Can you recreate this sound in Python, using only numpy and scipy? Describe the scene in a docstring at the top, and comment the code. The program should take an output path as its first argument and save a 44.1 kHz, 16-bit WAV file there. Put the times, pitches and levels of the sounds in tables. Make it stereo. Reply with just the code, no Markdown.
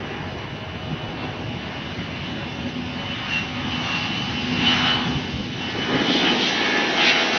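"""A twin-jet airliner on its takeoff roll: supersonic fan tips give a buzz-saw stack of shaft harmonics.
A blade-passing whine and broadband fan hiss join it; shaped noise makes the exhaust roar, with a low drone.
Moving air makes the tones flutter, swell and fade, by random modulation and by timed level changes.
Behind lie two faint machinery hums; bursts of low noise are the wind buffeting the two microphone ports."""
import sys
import numpy as np
from scipy import signal
from scipy.fft import rfft, irfft
from scipy.io import wavfile
from scipy.ndimage import uniform_filter1d

SR = 44100
rng = np.random.default_rng(int(sys.argv[2]) if len(sys.argv) > 2 else 0)


def to_wav(sig):
    """Store sig (one row per channel, or 1-D mono) as 16-bit WAV at the path in sys.argv[1].

    Samples outside -1..1 are clipped; the rate is SR.
    """
    pcm = np.clip(np.atleast_2d(sig), -1, 1) * 32767
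    pcm = np.round(pcm).astype(np.int16)
    wavfile.write(sys.argv[1], SR, pcm.T)  # frames by channels


N = 325458
TIME = np.arange(N) / SR

# Fan shaft speed as heard, Doppler shift included: time_s, shaft_turns_per_s
SHAFT_SPEED = [(0, 81.55), (0.7, 81.85), (0.95, 82.05), (1.4, 82.1), (2.3, 82.5), (2.9, 82.88),
               (3.35, 83.03), (3.8, 82.92), (4.4, 83.08), (4.85, 83.22), (5.1, 83.0), (5.7, 83.0),
               (6.3, 82.88), (6.8, 82.68), (7.38, 82.5)]
# Buzz-saw tones, uneven because no two blades are alike, relative to the fan level:
# shaft_multiple, ahead_db, side_db
BUZZ_TONES = [(4, -16.0, -9.0), (6, -20.0, -13.0), (8, -20, -18), (9, -11, -14.5), (10, -11, -10),
              (11, -16.0, -15.0), (12, -18.0, -16.5), (13, -13.0, -17.5), (14, -15.5, -18),
              (15, -13.0, -11.0), (16, -14.5, -12), (17, -14.5, -14.5), (18, -14.5, -13.5),
              (19, -18.0, -12.5), (20, -13.0, -9.5), (21, -12.0, -8.0), (22, -12.5, -12.0),
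              (23, -15.5, -10.5), (24, -14.5, -13.5), (25, -13.5, -12.5), (26, -10.0, -10.0),
              (27, -12.5, -10.0), (28, -12.5, -12.5), (29, -19.5, -18.5), (30, -11.5, -11.5),
              (31, -15.5, -14.5), (32, -14.5, -14.5), (33, -5.5, -7), (34, -10.5, -15.5),
              (35, -15.5, -13.5), (37, -25.5, -14), (38, -18.0, -10.5), (39, -13.0, -8.0),
              (41, -17.5, -11.5), (42, -13.0, -12.0), (43, -10.0, -9.5), (45, -16.5, -16.0),
              (46, -17.5, -9.0), (48, -14.5, -10.0), (49, -19.0, -13.5), (50, -14.5, -11.0),
              (52, -24.5, -18.5), (53, -16.5, -13.0), (54, -21.5, -18.5), (55, -24.0, -18.5),
              (57, -15.5, -12.5), (59, -15.5, -14.0), (60, -14.5, -12.5), (61, -26.0, -17.5),
              (63, -25.0, -17.0), (65, -24.5, -15.0), (66, -21.5, -17.5), (67, -26.0, -14.0),
              (68, -24.5, -17.0), (69, -18.5, -14.5), (70, -27.0, -18.5), (72, -18.0, -16.5)]
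# Relative spectrum of the broadband fan noise: frequency_hz, density_db_per_hz
HISS_SPECTRUM = [(400, -15), (620, 1), (780, 6), (1000, 5), (1300, -1.5), (1650, 3), (2200, 0.5),
                 (2650, 0.5), (2950, 2), (3350, -1.5), (4100, 1.5), (5300, -1), (6050, -3.5), (6350, -14),
                 (6800, -21.5), (7200, -36.5)]
# Fan levels abeam, before swells: low_db, middle_db, presence_db, top_db, whine_db
FAN_ABEAM_DB = [-24, -22.5, -23, -26.5, -28]
# How much more each fan level radiates to the side than ahead, same order: gain_db
FAN_SIDEWAYS_DB = [13.2, 16.9, 17.8, 16.45, 12.6]
# Centres of the low, middle, presence and top levels: frequency_hz
FAN_BAND_HZ = [950, 1740, 3120, 5150]
# Moving air swells or fades the fan sound:
# centre_s, length_s, low_db, middle_db, presence_db, top_db, whine_db
AIR_SWELLS = [(0.088, 0.39, 1, 5, 2.5, 2.5, -2.5), (0.8, 0.65, 0, 0.5, 1, -0.5, 0.5),
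              (3.567, 0.16, -2, -1, 1, 0, -1), (1.217, 0.16, 3.5, 1.5, 3.5, 1, -4.5),
              (2.1, 0.61, -1.5, 0.5, 3, 1, 0), (2.806, 0.3, -4, -3.5, -0.5, -1.5, -4),
              (3.125, 0.17, -2, 3.5, 4.5, 0.5, 7), (3.341, 0.12, -2, 3.5, 7, 4.5, 2.5),
              (3.745, 0.091, -0.5, 0, 4, 1.5, 5), (3.92, 0.18, 3, 3, 5, 4.5, 2),
              (4.319, 0.68, -1, -0.5, 4.5, 2.5, 4), (4.675, 0.037, 0, 0, 2, 1.5, 7.5),
              (4.719, 0.15, 4.5, 7.5, 9, 5, 11), (4.878, 0.088, 4, 5.5, 9.5, 3.5, 12),
              (4.994, 0.11, 3.5, 0, 5, -2.5, 6), (5.45, 0.36, -9, -9, -3.5, -5.5, -4),
              (5.981, 0.19, 2.5, 3.5, 2, -2, 2), (6.148, 0.14, -0.5, 0, 6, 4, 5.5),
              (6.289, 0.1, 4, 6, 6, 0.5, 7.5), (6.458, 0.12, 2.5, -0.5, 9, 5.5, 3),
              (6.617, 0.084, -0.5, 2, 5, 1.5, 5.5), (6.775, 0.21, 1.5, 3.5, 2.5, -0.5, -7.5),
              (7.003, 0.044, 5, 2.5, 6.5, 0.5, 12), (7.081, 0.077, 1, 7, 10.5, 5.5, 0),
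              (7.195, 0.083, 2.5, 4.5, 2, 3, 5), (7.366, 0.057, 2, 2, 1.5, 0.5, 1)]
# Air paths briefly add or cancel in one range of the fan sound:
# centre_s, length_s, centre_hz, width_hz, gain_db
AIR_FOCUS = [(0.3, 1.1, 2750, 80.4, -4), (.28, 0.3, 870, 70, 8.5), (2.5, 1.3, 3520, 80, 3),
             (3.332, 0.11, 2770, 160, 9), (3.4, 0.082, 2740, 60, 10.5), (4, 0.79, 800, 40, 6),
             (3.908, 0.75, 1180, 120, 7.5), (4.0, 0.18, 2750, 110, 8.5), (4.853, 0.23, 1435, 450, 7.5),
             (4.808, 0.32, 3900, 310, 5.5), (5.06, 0.045, 3400, 80, 13), (6.1, 0.47, 2680, 90, -2),
             (6.17, 0.11, 3400, 280, 9), (6.76, 0.18, 1735, 59, 10), (6.746, 0.16, 2150, 200, 2.5),
             (6.946, .45, 830, 35, 5), (6, 0.25, 2800, 131, -8), (7.075, 0.086, 2745, 70, 4.5),
             (7.15, 0.18, 2300, 400, 4), (7.087, 0.034, 4000, 400, 6.5), (7.15, 0.44, 670, 90, 11)]
# Exhaust roar: time_s, body_db, rasp_db
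ROAR_LEVELS = [(0.1, -34, -29), (0.65, -35.5, -34), (1.25, -31.5, -29.5), (1.8, -30.5, -33),
               (2.7, -29.5, -34), (3.3, -29, -36), (3.9, -26.5, -33.5), (4.85, -24, -30),
               (5.55, -30, -32.5), (5.95, -27.5, -23), (6.28, -22, -22), (7.05, -28, -23.5),
               (7.38, -25.5, -25)]
# Rumble under the roar: time_s, level_db
RUMBLE_LEVEL = [(0, -33), (6.25, -35), (6.7, -38.5)]
# Relative spectrum of the roar: frequency_hz, density_db_per_hz
ROAR_SPECTRUM = [(20, -38), (40, -24), (60, -3), (85, 7.5), (140, 6), (200, 3), (270, 0.5), (340, -0.5),
                 (450, -4), (600, -10), (800, -10.5), (1300, -54)]
# Low drone on the third shaft multiple: time_s, level_db
DRONE_LEVEL = [(0.1, -41.5), (0.6, -56), (1.2, -42), (2, -48.5), (2.75, -32.5), (3.2, -46.5), (3.6, -35),
               (4.2, -37.5), (4.8, -29), (5.5, -39.5), (6.15, -31.5), (7.38, -41)]
# Faint hum of airfield machinery: centre_s, length_s, pitch_hz, peak_db
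MACHINE_HUM = [(0.68, 3.1, 631, -46), (2.807, 2.8, 561.5, -48)]
# Strong wind buffets on the ports: centre_s, length_s, left_db, right_db, centre_hz
WIND_GUSTS = [(0.864, 0.042, -40, -26, 108.5), (0.927, 0.033, -34, -19.5, 156.6),
              (1.089, 0.016, -39, -25.5, 122.6), (1.478, 0.044, -50, -26, 110.7),
              (4.8, 0.35, -36, -30, 134), (5.079, 0.094, -32, -23, 167.6), (5.169, 0.027, -28, -19, 136),
              (5.35, 0.042, -46, -21.5, 123.5), (5.408, 0.024, -48, -18, 201), (5.79, 0.034, -24, -32, 260),
              (5.95, 0.04, -16.5, -18, 260.7), (5.975, 0.034, -25, -29, 299),
              (6.013, 0.023, -20.5, -17.5, 284), (6.099, 0.024, -17.5, -21, 279),
              (6.157, 0.016, -18.5, -18, 292), (6.238, 0.03, -22, -21.5, 280),
              (6.325, 0.036, -27, -26, 320), (6.408, 0.014, -36, -26, 360), (6.55, 0.018, -26, -28, 310),
              (6.619, 0.018, -25, -25, 330)]
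# Relative spectrum of a buffet: multiple_of_centre, density_db_per_hz
GUST_SPECTRUM = [(.1, -26), (.3, -14.5), (.55, -6), (1, -6.5), (1.35, -7), (2.2, -15.5), (4, -29.5),
                 (10, -42), (25, -83.5)]
# Likeness of fan hiss and roar at the two ports: frequency_hz, left_right_correlation
PORT_LIKENESS = [(30, 0.6), (100, 0.98), (300, 0.98), (600, 0.71), (1200, 0.7), (3000, 0.93), (6500, 0.55)]
# Level difference between the ports: frequency_hz, left_minus_right_db
PORT_DIFFERENCE = [(100, 0), (800, 0), (1500, -0.5), (2200, -1.5), (3200, -1.24), (4600, -2), (6500, 1.3)]
# The deep bass thins out once the wind is up: time_s, edge_hz
BASS_EDGE = [(0, 24.2), (5.35, 22.6), (5.6, 58), (6, 95.2), (6.3, 162), (7.38, 157)]

# The aircraft closes in along the runway and would be abeam at ABEAM_S
SPEED_M_PER_S, ABEAM_M, ABEAM_S = 62.57, 305.7, 10.16
TOP_LOSS_DB_PER_KM = 22.5  # air absorption of the top beyond the abeam distance
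# When the side of the fans takes over from their front, and how gradually
SIDE_ON_S, SIDE_ON_SPREAD_S = 5.6, 0.43
BLADES = 36
WHINE_TURN_S, WHINE_FADE_DB_PER_S = 6.7, 10
WHINE_STEADY, WHINE_SIDE_STEADY = 0.78, 0.25  # direct share of the power
WANDER_TURNS, WANDER_HZ = 0.005, 6  # shaft turns (complex rms), rate
SMEAR_DB, SMEAR_SIDE_DB, SMEAR_WIDTH_HZ = -5.5, -18.5, 260  # relative to the whine
TONE_FADE_DB, TONE_FADE_HZ = 1.3, 1.2  # complex rms, rate
TWINKLE_DB, TWINKLE_HZ = 0.5, 22  # complex rms, rate
HISS_AHEAD_DB, HISS_SIDE_DB = 4.5, 0.5  # side-on, the tones stand further out of the hiss
HISS_FOCUS_SHARE = 0.5  # share of the focusing dB that the hiss receives
DRONE_STEADY, DRONE_WIDTH_HZ = 0.62, 8
# Weak buffets at random moments; the spread lowers each port's level by a random part of it
PUFFS_PER_S, PUFF_S, PUFF_DB, PUFF_SPREAD_DB, PUFF_HZ = 1.5, 0.05, -32.5, 6.5, 160
KNOCK_WEIGHT, KNOCK_CYCLES = 0.45, 8  # weight in power; cycles from its peak to e^-2
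PORT_LAG = 2.53  # samples by which the left port trails the right
EDGE_HZ, TOP_HZ = 7150, 15700  # microphone and recorder band limits
MIC_HISS_DB, EDGE_FADE_S = -71.5, 0.004


def fans(turns):
    """Propagation through moving air: buzz, blade whine and hiss share one fast random level modulation."""
    *levels_db, whine_db = fan_levels()
    side_on = (1 + np.tanh((TIME - SIDE_ON_S) / (2 * SIDE_ON_SPREAD_S))) / 2
    buzz = buzz_saw(turns, levels_db, side_on)
    whine = blade_whine(turns, whine_db, side_on)
    hiss = fan_hiss(levels_db, side_on)
    twinkle_db = TWINKLE_DB * flutter(TWINKLE_HZ).real
    return amp(twinkle_db) * (buzz + whine + hiss)


def buzz_saw(turns, levels_db, side_on, gain_db=-1.0, clear_hz=2100, blur=0.0035):
    """Shock waves locked to the rotor give shaft harmonics; scattering grows with pitch, focusing purifies."""
    tones_hz = np.transpose(BUZZ_TONES)[0] * np.mean(np.transpose(SHAFT_SPEED)[1])
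    coarse = TIME[::256]
    out = np.zeros((2, N))
    for (multiple, ahead_db, side_db), hz, focused_db in zip(BUZZ_TONES, tones_hz, focus_db(tones_hz, coarse)):
        focused_db = np.interp(TIME, coarse, focused_db)
        air_db = focused_db + TONE_FADE_DB * flutter(TONE_FADE_HZ).real
        tone_db = ahead_db + (side_db - ahead_db) * side_on
        level_db = blend(levels_db, FAN_BAND_HZ, hz)[0] + tone_db + air_db + gain_db
        scattered = (1 - np.exp(-hz / clear_hz)) / amp(np.maximum(focused_db, 0)) ** 2
        out += amp(level_db) * tone(turns, multiple, 1 - scattered, 2 + blur * hz, spread=0.28)
    return out


def blade_whine(turns, whine_db, side_on):
    """Blade passing sounds at blades times shaft speed; phase wander and scattering broaden the line."""
    steady = WHINE_STEADY + (WHINE_SIDE_STEADY - WHINE_STEADY) * side_on
    wander = WANDER_TURNS * flutter(WANDER_HZ).real
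    line = tone(turns + wander, BLADES, steady, width_hz=17, spread=0.22)
    smear_db = SMEAR_DB + (SMEAR_SIDE_DB - SMEAR_DB) * side_on
    smear = amp(smear_db) * tone(turns, BLADES - 1.5, 0, SMEAR_WIDTH_HZ, spread=0.2)
    return amp(whine_db) * (line + smear)


def fan_hiss(levels_db, side_on):
    """Broadband fan noise: random pressure shaped in frequency, following the fan levels."""
    gain_db = HISS_AHEAD_DB + (HISS_SIDE_DB - HISS_AHEAD_DB) * side_on
    noise = air_noise(HISS_SPECTRUM, levels_db, FAN_BAND_HZ, patchy_db=1.77, flicker_db=0.5,
                      focus_share=HISS_FOCUS_SHARE)
    return amp(gain_db) * noise


def fan_levels():
    """Spherical spreading, directivity and air absorption set the approach levels; timed swells add to them."""
    distance_m = np.hypot(ABEAM_M, SPEED_M_PER_S * (ABEAM_S - TIME))
    nearness = ABEAM_M / distance_m
    approach_db = 20 * np.log10(nearness) + np.outer(FAN_SIDEWAYS_DB, nearness ** 2 - 1)
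    extra_km = (distance_m - ABEAM_M) / 1000
    turned_db = WHINE_FADE_DB_PER_S * np.maximum(TIME - WHINE_TURN_S, 0)
    swells_db = sum(np.outer(dbs, bump(s, length)) for s, length, *dbs in AIR_SWELLS)
    total_db = np.array(FAN_ABEAM_DB)[:, None] + approach_db + swells_db
    low_db, middle_db, presence_db, top_db, whine_db = total_db
    return low_db, middle_db, presence_db, top_db - TOP_LOSS_DB_PER_KM * extra_km, whine_db - turned_db


def focus_db(hz, t=TIME):
    """Interference of air paths: dB added or cancelled, frequencies x times."""
    _, _, centre_hz, width_hz, _ = np.transpose(AIR_FOCUS)
    over_frequency = np.exp(-((hz[:, None] - centre_hz) / width_hz) ** 2)
    over_time = np.array([db * bump(s, length, t) for s, length, _, _, db in AIR_FOCUS])
    return over_frequency @ over_time


def exhaust(turns):
    """Turbulent jet mixing radiates broadband roar; the low shaft drone stands in it as a tone."""
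    body_db, rasp_db = curves(ROAR_LEVELS)
    levels_db = [curves(RUMBLE_LEVEL)[0], body_db, rasp_db]
    roar = air_noise(ROAR_SPECTRUM, levels_db, [95, 220, 400], patchy_db=0.1, flicker_db=1.0)
    drone = tone(turns, 3, DRONE_STEADY, DRONE_WIDTH_HZ, spread=0.1)
    return roar + amp(curves(DRONE_LEVEL)[0]) * drone


def tone(turns, multiple, steady, width_hz, spread):
    """Scattering by eddies: a direct line plus a wavering part, slightly unlike at the two ports."""
    steady = np.clip(steady, 0, 1)
    direct = np.sqrt(steady) * np.exp(2j * np.pi * rng.random())
    scattered = np.sqrt(1 - steady) * flutter(width_hz)
    carrier = np.sqrt(2) * np.exp(2j * np.pi * multiple * turns)
    mid = ((direct + scattered) * carrier).real
    side = spread * (flutter(width_hz) * carrier).real
    return np.array([mid + side, mid - side])


def flutter(width_hz):
    """Random modulation broadens a spectral line: complex wavering of rms 1 and the given width."""
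    rate = 500  # grid points a second
    f = np.fft.fftfreq(4096, 1 / rate)
    a, b = rng.standard_normal((2, len(f)))
    line_shape = (1 + (f / width_hz) ** 2) ** 0.75
    z = unit(np.fft.ifft((a + 1j * b) / line_shape))
    return np.interp(TIME, np.arange(len(f)) / rate, z)


def air_noise(colour, levels_db, centres_hz, patchy_db, flicker_db, focus_share=0):
    """Partly coherent noise at two ports: level curves, drifting patches and a flicker common to all pitches."""
    hz, t, z = signal.stft(rng.standard_normal((2, N)), SR, nperseg=2048, noverlap=1792)
    same = np.clip(read(PORT_LIKENESS, hz), 0, 1)[:, None]
    mid = z[0] * np.sqrt((1 + same) / 2)
    side = z[1] * np.sqrt((1 - same) / 2)
    patches = uniform_filter1d(rng.standard_normal(mid.shape), size=30, axis=0)
    patches = unit(uniform_filter1d(patches, size=14, axis=1))
    flicker = unit(uniform_filter1d(rng.standard_normal(len(t)), size=8))
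    field_db = blend([np.interp(t, TIME, db) for db in levels_db], centres_hz, hz)
    field_db = field_db + patchy_db * patches + flicker_db * flicker + focus_share * focus_db(hz, t)
    gain = unit(amp(read(colour, hz)))[:, None] * amp(field_db)
    return signal.istft(np.array([mid + side, mid - side]) * gain, SR, nperseg=2048, noverlap=1792)[1][:, :N]


def airfield():
    """Rotating machinery hums at fixed pitch; scattering makes two far lines waver as they drift in and out."""
    return sum(amp(db) * bump(s, length) * tone(TIME, hz, steady=0.12, width_hz=9.9, spread=0.3)
               for s, length, hz, db in MACHINE_HUM)


def wind():
    """Turbulent pressure on the ports: timed strong gusts, and weak puffs at random moments."""
    strong = sum(gust(*row) for row in WIND_GUSTS)
    chances = rng.random((round(PUFFS_PER_S * N / SR), 3))
    weak = sum(gust(when * N / SR, PUFF_S, PUFF_DB - PUFF_SPREAD_DB * left,
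                    PUFF_DB - PUFF_SPREAD_DB * right, PUFF_HZ)
               for when, left, right in chances)
    return strong + weak


def gust(s, length, left_db, right_db, centre_hz):
    """Low eddies are incoherent between the ports; a brief dull knock is common to both."""
    out = np.zeros((2, N))
    size = 2 ** 15
    hz = np.fft.rfftfreq(size, 1 / SR)
    first = np.clip(round(s * SR) - size // 2, 0, N - size)
    span = slice(first, first + size)
    t = TIME[span]
    shape = bump(s, length, t)
    eddies = unit(irfft(rfft(rng.standard_normal((2, size))) * amp(read(GUST_SPECTRUM, hz / centre_hz))))
    cycle = np.cos(2 * np.pi * (centre_hz * t + rng.random()))
    knock = np.sqrt(2) * bump(s, KNOCK_CYCLES / centre_hz, t) * cycle
    burst = shape * (np.sqrt(1 - KNOCK_WEIGHT) * eddies + np.sqrt(KNOCK_WEIGHT) * knock)
    # each port's burst gets the energy of the envelope at the given level
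    to_energy = np.linalg.norm(shape) / np.linalg.norm(burst, axis=1, keepdims=True)
    out[:, span] = amp([[left_db], [right_db]]) * burst * to_energy
    return out


def ports(x):
    """Interaural-type cues: a lag and level difference between ports, and a treble lift common to both."""
    hz = np.fft.rfftfreq(N, 1 / SR)
    left = np.exp(-2j * np.pi * hz * PORT_LAG / SR) * amp(read(PORT_DIFFERENCE, hz))
    treble = amp(read([(1000, 0.5), (3000, 2.0), (4500, 3.0), (6300, 5.5)], hz))  # (Hz, dB)
    return irfft(rfft(x) * np.array([left, np.ones(len(hz))]) * treble, N)


def thin_bass(x, depth_db=-11):
    """A time-varying shelf: a bass dip whose upper edge moves, sparing the deepest rumble."""
    hz, t, z = signal.stft(x, SR, nperseg=2048, noverlap=1536)
    below = 1 / (1 + (hz[:, None] / curves(BASS_EDGE, t)[0]) ** 6)
    share = read([(35, 0), (90, 0.92)], hz)[:, None]  # (Hz, share of the depth)
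    return signal.istft(z * amp(depth_db * below * share), SR, nperseg=2048, noverlap=1536)[1][:, :N]


def low_pass(x, hz):
    """Linear-phase filtering: a steep band limit."""
    return signal.oaconvolve(x, signal.firwin(511, hz, window=("kaiser", 9), fs=SR)[None], "same")


def amp(db):
    """The level law: decibels to pressure gain."""
    return 10 ** (np.asarray(db) / 20)


def unit(x):
    """Power normalisation: scales to rms 1."""
    return x / np.sqrt(np.mean(abs(x) ** 2) + 1e-20)


def bump(s, length, t=TIME):
    """A Gaussian envelope around the moment s, down to e^-2 at one length either side."""
    return np.exp(-2 * ((t - s) / length) ** 2)


def curves(rows, t=TIME):
    """Linear interpolation of a table's columns at the times t."""
    s, *columns = np.transpose(rows)
    return [np.interp(t, s, c) for c in columns]


def read(points, hz):
    """Interpolation over log frequency, by straight lines."""
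    f, value = np.transpose(points)
    return np.interp(np.log(hz + 1), np.log(f + 1), value)


def blend(levels_db, centres_hz, hz):
    """Interpolation of a few band levels over frequency: frequencies x times."""
    shares = [read(list(zip(centres_hz, pick)), np.atleast_1d(hz)) for pick in np.eye(len(levels_db))]
    return np.transpose(shares) @ np.array(levels_db)


def scene():
    """Superposition: aircraft and airfield from afar, then the wind at the ports."""
    turns = np.cumsum(curves(SHAFT_SPEED)[0]) / SR
    afar = fans(turns) + exhaust(turns) + airfield()
    return thin_bass(ports(afar) + wind())


def record(dry):
    """Band limitation: a narrow-band microphone, a trace of electronic hiss, and the recorder's limit."""
    soft_ends = np.minimum(np.minimum(TIME, TIME[::-1]) / EDGE_FADE_S, 1)
    microphone = low_pass(dry * soft_ends, EDGE_HZ)
    hiss = amp(MIC_HISS_DB) * rng.standard_normal((2, N))
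    return low_pass(microphone + hiss, TOP_HZ)


dry = scene()
out = record(dry)
to_wav(out)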